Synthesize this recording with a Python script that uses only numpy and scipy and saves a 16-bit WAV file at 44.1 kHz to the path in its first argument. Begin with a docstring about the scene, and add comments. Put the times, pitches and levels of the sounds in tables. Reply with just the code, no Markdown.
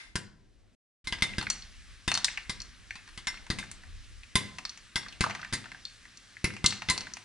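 """A street stall, where a corn cob roasts on charcoal and a hand fan is swung over the coals.
The blade clacks on its handle with a puff of air at each turn; lumps split with sharp, ringing pops
and the embers crackle. Underneath sit a soft hiss, street rumble and the fan's draught on the microphone.
The stall's walls add a short tail. Near the first second the sound drops out briefly."""
import sys
import numpy as np
from scipy import signal
from scipy.io import wavfile
from scipy.ndimage import map_coordinates

SR = 44100
rng = np.random.default_rng(int(sys.argv[2]) if len(sys.argv) > 2 else 0)


def dump(signal):
    """Clip the signal to [-1, 1] and save it as 16-bit WAV at the path in sys.argv[1]."""
    limited = np.clip(np.atleast_2d(signal).T, -1, 1)
    pcm = np.round(limited * 32767).astype(np.int16)
    wavfile.write(sys.argv[1], SR, pcm)


N = 319284

# strokes of the fan: start_s, contact_hz, knock_db, puff_db, snap_db
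FAN_STROKES = [(0.1553, 1484, -34.5, -31.5, -36.5), (1.0718, 3620, -36, -45, -42.5),
               (1.1243, 3160, -32, -38, -46), (1.222, 3500, -25.5, -31.5, -33.5),
               (1.3828, 1840, -33.5, -30, -42.5), (2.078, 2730, -29, -31.5, -35.5),
               (2.4953, 3970, -35, -38, -40), (2.9549, 2340, -47.5, -54.5, -57),
               (3.176, 3200, -44, -48.5, -50), (3.2707, 1800, -32.5, -48, -37),
               (3.5016, 4130, -31.5, -29, -41), (3.5863, 2410, -39, -43, -43.5),
               (4.3548, 3370, -24, -25.5, -27.5), (4.9575, 3430, -29, -37, -36.5),
               (5.2077, 2300, -29.5, -26, -34), (5.5257, 1830, -38, -39, -44),
               (5.5339, 4050, -33, -34, -34), (6.4426, 2410, -30, -26, -34),
               (6.6425, 1220, -31.5, -27, -38), (6.8867, 3500, -30, -38, -47),
               (6.8993, 4200, -26, -32.5, -27.5)]
# undamped modes of the fan's handle: pitch_hz, gain_db, t60_s
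HANDLE_MODES = [(1026, 12, 0.32), (1605, 4.5, 0.025), (1852, -6, 0.1), (2082, 12.5, 0.039), (2602, 7, 0.19),
                (3313, -7, 0.039), (3620, 15.5, 0.25), (4050, 3.5, 0.049), (4840, 2, 0.015),
                (5477, 10, 0.095), (6300, -7, 0.048), (6480, -1, 0.071), (8700, 2.5, 0.044),
                (9950, 3.5, 0.011)]
# low modes of the blade and the stall's box: pitch_hz, gain_db, t60_s
BOOM_MODES = [(98.7, -24.5, 0.39), (176.3, -18, 0.061), (199.5, -17.5, 0.26), (317.6, -23, 0.088)]
# foreground charcoal pops: start_s, fragment_hz, ring_db, crack_db
COAL_POPS = [(1.336, 2100, -38.5, -72), (1.4121, 3630, -35, -36), (1.4259, 2090, -53, -36),
             (1.4681, 1750, -30, -65), (1.5008, 5560, -23.5, -27.5), (1.6221, 4030, -43.5, -70),
             (2.1165, 3560, -27.5, -24), (2.141, 4930, -25.5, -34), (2.1509, 4070, -25.5, -29.5),
             (2.1746, 4400, -27.5, -31), (2.2447, 4500, -22, -22.5), (2.2825, 2030, -31, -43.5),
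             (2.374, 2130, -30, -39), (2.6025, 4620, -37.5, -57), (2.6183, 5550, -39.5, -60),
             (2.9072, 2070, -34, -50), (3.0891, 2530, -58, -50), (3.3725, 2380, -46, -55),
             (3.466, 2260, -52, -47), (3.6273, 1680, -39.5, -68), (3.7142, 7560, -40.5, -46),
             (3.835, 1680, -50, -55), (4.2335, 2450, -48, -58.5), (4.5846, 2540, -40, -37),
             (4.6516, 4600, -30.5, -37), (4.694, 4950, -37.5, -72), (5.062, 1530, -42.5, -61),
             (4.7747, 6100, -48.5, -49), (5.084, 4400, -43, -48), (5.125, 2970, -45, -52),
             (5.3934, 1420, -42, -58), (5.4153, 4500, -46, -46), (5.2397, 1350, -22.5, -32.5),
             (5.2632, 1040, -32.5, -38), (5.2973, 1650, -43, -35), (5.3083, 2200, -36, -48),
             (5.35, 2100, -37.5, -37), (5.4294, 1760, -37.5, -66), (5.4475, 1930, -37.5, -47),
             (5.657, 1680, -42.5, -48), (5.7172, 1920, -41, -46), (5.7464, 1570, -45, -51),
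             (5.852, 4100, -34, -66), (6.0532, 1940, -49, -56), (6.1729, 5800, -47, -70),
             (6.3684, 1920, -43, -59), (6.5032, 1950, -40, -58), (6.5652, 2460, -42.5, -44.5),
             (6.6609, 4180, -17.5, -19), (6.706, 4330, -32, -49), (6.724, 4500, -36, -35.5),
             (6.82, 2120, -36, -36), (6.9776, 4800, -30, -36.5), (7.0072, 4630, -35.5, -47.5),
             (7.069, 1780, -40.5, -47), (7.1368, 5505, -36, -53), (7.1692, 2440, -43.5, -41.5)]
# undamped modes of the coal bed and its pan: pitch_hz, gain_db, t60_s
PAN_MODES = [(1343, -8, 0.11), (2682, 1.5, 0.03), (4330, 12, 0.055), (5910, 6.5, 0.038), (6580, -32, 0.036),
             (9330, 8, 0.012)]
# colour of the coals' hiss: frequency_hz, density_db
HISS_SPECTRUM = [(260, -34), (450, -17.5), (550, -20.5), (709, -15), (821, -20), (991, -4), (2180, 4.5),
                 (3090, -4), (4610, 4.5), (5270, -3), (5950, -3), (7070, -8.5), (9370, 3), (11000, -19),
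                 (14300, -55), (22000, -120)]
# colour of the air on the microphone: frequency_hz, density_db
DRAUGHT_SPECTRUM = [(11, -31), (18, -4.5), (48, -2.5), (76, 2), (89, 2.5), (141, -23), (170, -26.5),
                    (220, -45.5), (370, -120)]
# strength of the draught between gusts: time_s, level_db
DRAUGHT_LULLS = [(1.2, -57), (1.25, -58), (1.57, -59.5), (3.4, -63), (3.99, -52), (4.46, -66), (4.63, -72),
                 (4.83, -69), (5.15, -62.5), (6.01, -71.5), (6.4, -73), (6.55, -68), (6.83, -67),
                 (6.97, -58), (7.24, -82)]
# colour of the street's rumble: frequency_hz, density_db
STREET_SPECTRUM = [(59, -32), (100, -11), (135, -25), (227, -7), (333, -13.5), (397, -21.5), (556, -13),
                   (874, -30), (1000, -27), (1300, -32.5), (2200, -120)]
# drones of far traffic: pitch_hz, level_db
TRAFFIC_DRONES = [(104, -70), (178, -77.5)]
# the stall's reverb tail: frequency_hz, gain_db, t60_s
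STALL_TAIL = [(40, -36.5, 0.36), (110, -4.5, 0.74), (220, -6.5, 0.59), (500, -3.5, 0.43),
              (1290, -9.5, 0.55), (2460, -6, 0.3), (4500, -11.5, 0.44), (10000, -8.5, 0.22)]
# stereo width of that tail: frequency_hz, side_db
TAIL_WIDTH = [(100, -9.5), (300, -4), (1500, -13.5), (5000, -12), (10000, -16)]

TIME_S, HIT_S = np.arange(N) / SR, np.arange(int(.25 * SR)) / SR   # clocks of the scene and of one hit
DROPOUT_S = (.752, 1.042)
GLOWING = TIME_S > DROPOUT_S[1]   # the coals liven up after the dropout
MIDDLE_HZ = 3000   # pivot between low and high hits
CLACK_PAN_DB, POP_PAN_DB = 1.56, 1.5   # left over right
GRIP_T60_S, BED_T60_S = .33, .15   # the hand damps the handle; the loose coal bed damps a pop


def fan():
    """The swung fan clacks at each turn of the blade."""
    out = np.zeros((2, N))
    for start_s, *stroke in FAN_STROKES:
        place(out, clack(*stroke), start_s, CLACK_PAN_DB)
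    return out


def clack(hz, knock_db, puff_db, snap_db):
    """The blade knocks the handle; the point of contact colours the knock."""
    contact = burst(t60=.14, crack_db=2, crack_t60=.003, grain_db=4, side_db=-12)
    colour = resonance(contact, hz, .13 * hz)
    wood = struck(contact + 1.4 * colour, HANDLE_MODES, vary_db=6.5, detune=.0011)
    wood *= dying(HIT_S, GRIP_T60_S)
    puff = air_puff(suck_s=.0013, swell_s=.0027) + .51 * band(contact, 175, 360, order=3)
    body_db = knock_db - 5 - 3.5 * np.log2(hz / MIDDLE_HZ)   # higher contacts wake less hollow body
    layers = [(puff, puff_db),
              (band(wood, 796, 1782, order=3), body_db),
              (band(wood, 1927, 2023), knock_db - 5),   # the handle's narrow ring
              (band(wood, 2480, 5200, order=3), knock_db),
              (band(wood, 6100, 9740, order=3), snap_db)]
    return sum(set_attack(x, db, length_s=.016) for x, db in layers)


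def air_puff(suck_s, swell_s):
    """The stopping blade sends a short pressure dip, a slower swell and a low boom."""
    dip, swell = HIT_S / suck_s, HIT_S / swell_s
    pulse = -dip * np.exp(1 - dip) + suck_s / swell_s * swell * np.exp(1 - swell)
    boom = sum(from_db(db) * np.sin(2 * np.pi * hz * HIT_S) * dying(HIT_S, t60)
               for hz, db, t60 in BOOM_MODES)
    return pulse - boom


def handle_ring(level_db, t60):
    """The handle is still ringing from an earlier stroke as the scene opens."""
    out = np.zeros((2, N))
    wood = struck(rng.standard_normal((2, len(HIT_S))), HANDLE_MODES, vary_db=2, detune=.002)
    ring = band(wood, 1200, 3600, order=1) * dying(HIT_S, t60)
    place(out, set_attack(ring, level_db, length_s=.02), 0, CLACK_PAN_DB)
    return out


def charcoal(faint_low_hz=1510, faint_high_hz=4700):
    """The foreground pops, plus a faint one in the wake of each stroke after the dropout."""
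    out = np.zeros((2, N))
    for start_s, *split in COAL_POPS:
        place(out, pop(*split), start_s, POP_PAN_DB)
    for stroke_s, *_ in FAN_STROKES:
        if stroke_s > DROPOUT_S[1]:
            wait, height, softness = rng.random(3)
            hz = faint_low_hz * (faint_high_hz / faint_low_hz) ** height
            ring_db = -48 - 6 * softness
            place(out, pop(hz, ring_db, ring_db + 2.5), stroke_s + .09 * (.5 + wait), POP_PAN_DB)
    return out


def pop(hz, ring_db, crack_db):
    """A lump splits: the crack rings around the fragment's pitch, with a dull and a bright skirt."""
    t60 = .064 * 2 ** ((crack_db - ring_db) / 29.5)   # a crumble (more crack) outlasts a clean split
    split = burst(t60, crack_db=-2.5, crack_t60=.0051, grain_db=1.5, side_db=-10)
    crack = struck(split, PAN_MODES, vary_db=5, detune=.00094) * dying(HIT_S, BED_T60_S)
    ring = band(crack, .83 * hz, 1.2 * hz)
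    dull = band(crack, 800 * (hz / MIDDLE_HZ) ** .23, .76 * hz, order=3)
    bright = band(crack, 1.085 * hz, 9140, order=3)
    bright = band(bright, 740, .414 * hz, order=1)   # tilts the top down
    # harder pops and larger, lower fragments lean to the bright skirt
    lean_db = 2 * (ring_db + 25.5) - 2 * np.log2(hz / MIDDLE_HZ)
    if hz < MIDDLE_HZ:
        lean_db = max(lean_db, 0)
    dull_db = crack_db - 10 * np.log10(1 + from_db(lean_db) ** 2)   # the skirts share the crack's power
    layers = [(ring, ring_db), (dull, dull_db), (bright, dull_db + lean_db)]
    return sum(set_attack(x, db, length_s=.0076) for x, db in layers)


def embers():
    """Fanned embers tick; after a loud pop the broken lumps shift and grind."""
    fanned = stirring(FAN_STROKES, settle_t60=1.9, full_db=-25.5)
    shifting = stirring(COAL_POPS, settle_t60=.52, full_db=-23)
    ticks_per_s = GLOWING * (14 + 60 * fanned)
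    ticks = crackle(ticks_per_s, -33 + 15 * fanned, spread_db=2, low_hz=1680, high_hz=5900, cycles=7.7)
    crunch = shifting * crackle(1200, -11.5, spread_db=-.5, low_hz=1070, high_hz=7300, cycles=15)
    return band(ticks + crunch, 1300, 6100)


def crackle(per_s, click_db, spread_db, low_hz, high_hz, cycles):
    """Tiny cracks at random moments, each ringing a few cycles at one of 16 pitches."""
    fires = rng.random(N) < per_s / SR
    strength = from_db(click_db + spread_db * np.minimum(rng.exponential(1, N), 3))
    clicks = fires * strength * rng.choice([-1, 1], N)
    pitches = np.geomspace(low_hz, high_hz, 16)
    voice = rng.integers(0, len(pitches), N)
    return sum(resonance(clicks * (voice == k), hz, 2 * hz / cycles) * np.sqrt(low_hz / hz)
               for k, hz in enumerate(pitches))


def stirring(events, settle_t60, full_db):
    """How unsettled the coals are, 0-1: each event kicks them and they come to rest."""
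    kicks = np.zeros(N)
    for start_s, _, level_db, *_ in events:
        kicks[int(start_s * SR)] = from_db(level_db - full_db)
    return np.minimum(signal.lfilter([1], [1, -dying(1 / SR, settle_t60)], kicks + 1e-18), 1)


def coal_hiss(flare):
    """Hot coals hiss, faintly before the dropout, and swell as they flare."""
    resting_db = np.where(GLOWING, -57.5, -74)
    gain = np.hypot(from_db(resting_db), from_db(-47) * flare)
    return gain * noise_bed(HISS_SPECTRUM, patchy_db=1.5, side_db=-10)


def draught(gust_db=7, early_db=-62.5, full_buffet_db=-40):
    """Air from the fan rumbles on the microphone; strong gusts also buffet it."""
    lull_db = np.interp(TIME_S, *np.transpose(DRAUGHT_LULLS))
    mean_db = np.where(GLOWING, lull_db + gust_db, early_db)
    gusts = from_db(mean_db + 2.5 * drift(18))
    air = noise_bed(DRAUGHT_SPECTRUM, patchy_db=2, side_db=-2)
    buffet = np.minimum(gusts / from_db(full_buffet_db), 1) * rms_one(band(air, 55, 100))
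    return gusts * (rms_one(band(air, 21, 52)) + buffet)


def rumble(flare, street_db=-69, flutter_db=-47.5):
    """One low bed carries both the street's rumble and the flutter of flaring coals."""
    gain = np.hypot(from_db(street_db), from_db(flutter_db) * flare)
    return gain * noise_bed(STREET_SPECTRUM, patchy_db=2.5, side_db=-3)


def traffic(width_hz=22):
    """Far traffic drones in narrow bands of noise."""
    out = np.zeros(N)
    for hz, db in TRAFFIC_DRONES:
        hum = resonance(rng.standard_normal(N), hz, width_hz)
        out += from_db(db) * rms_one(resonance(hum, hz, width_hz))
    return out


def stall_reverb(x, build_s=.0081):
    """Walls and awning return a diffuse tail that dies sooner in the treble."""
    s = np.arange(int(.8 * SR)) / SR
    tail = 0
    for hz, noise in noise_bands(len(s), TAIL_WIDTH):
        t60 = at_hz(STALL_TAIL, hz, column=2)
        equal_energy = np.sqrt(2 * np.log(1000) / (t60 * SR))
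        tail = tail + noise * dying(s, t60) * from_db(at_hz(STALL_TAIL, hz)) * equal_energy
    return signal.fftconvolve(x, tail * (1 - np.exp(-s / build_s)), axes=1)[:, :N]


def burst(t60, crack_db, crack_t60, grain_db, side_db):
    """A sharp crack, then a dying swarm of tiny contacts and near reflections, different in each ear."""
    mid, side, size = rng.standard_normal((3, len(HIT_S)))
    grains = (mid + from_db(side_db) * side * [[1], [-1]]) * from_db(grain_db * size)
    return grains * (dying(HIT_S, t60) + from_db(crack_db) * dying(HIT_S, crack_t60))


def struck(contact, modes, vary_db, detune):
    """The contact plus the modes it sets ringing, varied in strength and tuning on every hit."""
    ring = 0
    for hz, db, t60 in modes:
        strength, bend = rng.standard_normal(2)
        mode = resonance(contact, hz * (1 + detune * bend), np.log(1000) / np.pi / t60)
        ring = ring + from_db(db + vary_db * strength) * mode
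    return contact + ring


def noise_bed(spectrum, patchy_db, side_db):
    """Coloured stereo noise whose bands flicker; rms 1."""
    bands = noise_bands(N, [(1, side_db)])
    return rms_one(sum(x * from_db(at_hz(spectrum, hz) + patchy_db * drift(20)) for hz, x in bands))


def noise_bands(size, width):
    """Yields centre_hz and stereo noise for each half octave; width lists frequency_hz, side_db."""
    white = rng.standard_normal((2, 2, size))
    for k, low_hz in enumerate(17 * 2 ** (np.arange(19) / 2)):
        mid, side = band(white[k % 2], low_hz, low_hz * np.sqrt(2))
        yield low_hz * 2 ** (1 / 4), mid + from_db(at_hz(width, low_hz)) * side * [[1], [-1]]


def band(x, low_hz, high_hz, order=2):
    """Causal band-pass."""
    high_hz = min(high_hz, .45 * SR)
    edges_hz = [min(low_hz, high_hz / 1.1), high_hz]
    return signal.sosfilt(signal.butter(order, edges_hz, "band", fs=SR, output="sos"), x + 1e-18)


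def resonance(x, hz, width_hz):
    """Two-pole resonance with unity gain at its peak."""
    radius = np.exp(-np.pi * width_hz / SR)
    feedback = [1, -2 * radius * np.cos(2 * np.pi * hz / SR), radius ** 2]
    return signal.lfilter(np.array([1, 0, -1]) * (1 - radius ** 2) / 2, feedback, x + 1e-18)


def drift(rate_hz):
    """A slow modulator gliding between random values."""
    points = rng.standard_normal(int(rate_hz * N / SR) + 2)
    return np.interp(np.linspace(0, len(points) - 1, N), np.arange(len(points)), points)


def dying(s, t60):
    """A decay of 60 dB in t60 seconds."""
    return np.exp(-np.log(1000) * s / t60)


def set_attack(x, db, length_s):
    """Scales a hit so that its attack has the given rms level."""
    return x * from_db(db) / np.sqrt(np.mean(x[..., :int(length_s * SR)] ** 2) + 1e-20)


def place(out, hit, start_s, pan_db):
    """Pans a stereo hit and lays it on the track."""
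    at = int(start_s * SR)
    out[:, at:at + hit.shape[1]] += (hit * from_db([[pan_db / 2], [-pan_db / 2]]))[:, :N - at]


def at_hz(points, hz, column=1):
    """Reads a table's column on a log-frequency axis."""
    table = np.array(points)
    return np.interp(np.log(hz), np.log(table[:, 0]), table[:, column])


def from_db(db):
    return 10 ** (np.asarray(db) / 20)


def rms_one(x):
    return x / np.sqrt(np.mean(x ** 2) + 1e-20)


def scene():
    """Clacks, pops and embers with the stall's tail, over a bed that leans slightly left."""
    hits = fan() + handle_ring(level_db=-46.5, t60=.42) + charcoal() + embers()
    tail = stall_reverb(hits)
    flare = GLOWING * stirring(FAN_STROKES, settle_t60=1, full_db=-22.5)   # strokes make the coals flare
    bed = coal_hiss(flare) + rumble(flare) + traffic() + draught()
    return hits + tail + bed * from_db([[.4], [-.4]])


def record(dry):
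    """Sound reaches the left microphone port slightly late; it drops out once; the top is cut."""
    late_samples, fade_s, cutoff_hz = 1.16, .004, 10900
    left = map_coordinates(dry[0], [np.arange(N) - late_samples], order=3)
    outside_dropout_s = np.maximum(DROPOUT_S[0] - TIME_S, TIME_S - DROPOUT_S[1])
    gate = np.clip(outside_dropout_s / fade_s, 0, 1)
    high_cut = signal.ellip(10, .3, 70, cutoff_hz, fs=SR, output="sos")
    return signal.sosfilt(high_cut, np.array([left, dry[1]]) * gate)


dry = scene()
out = record(dry)
dump(out)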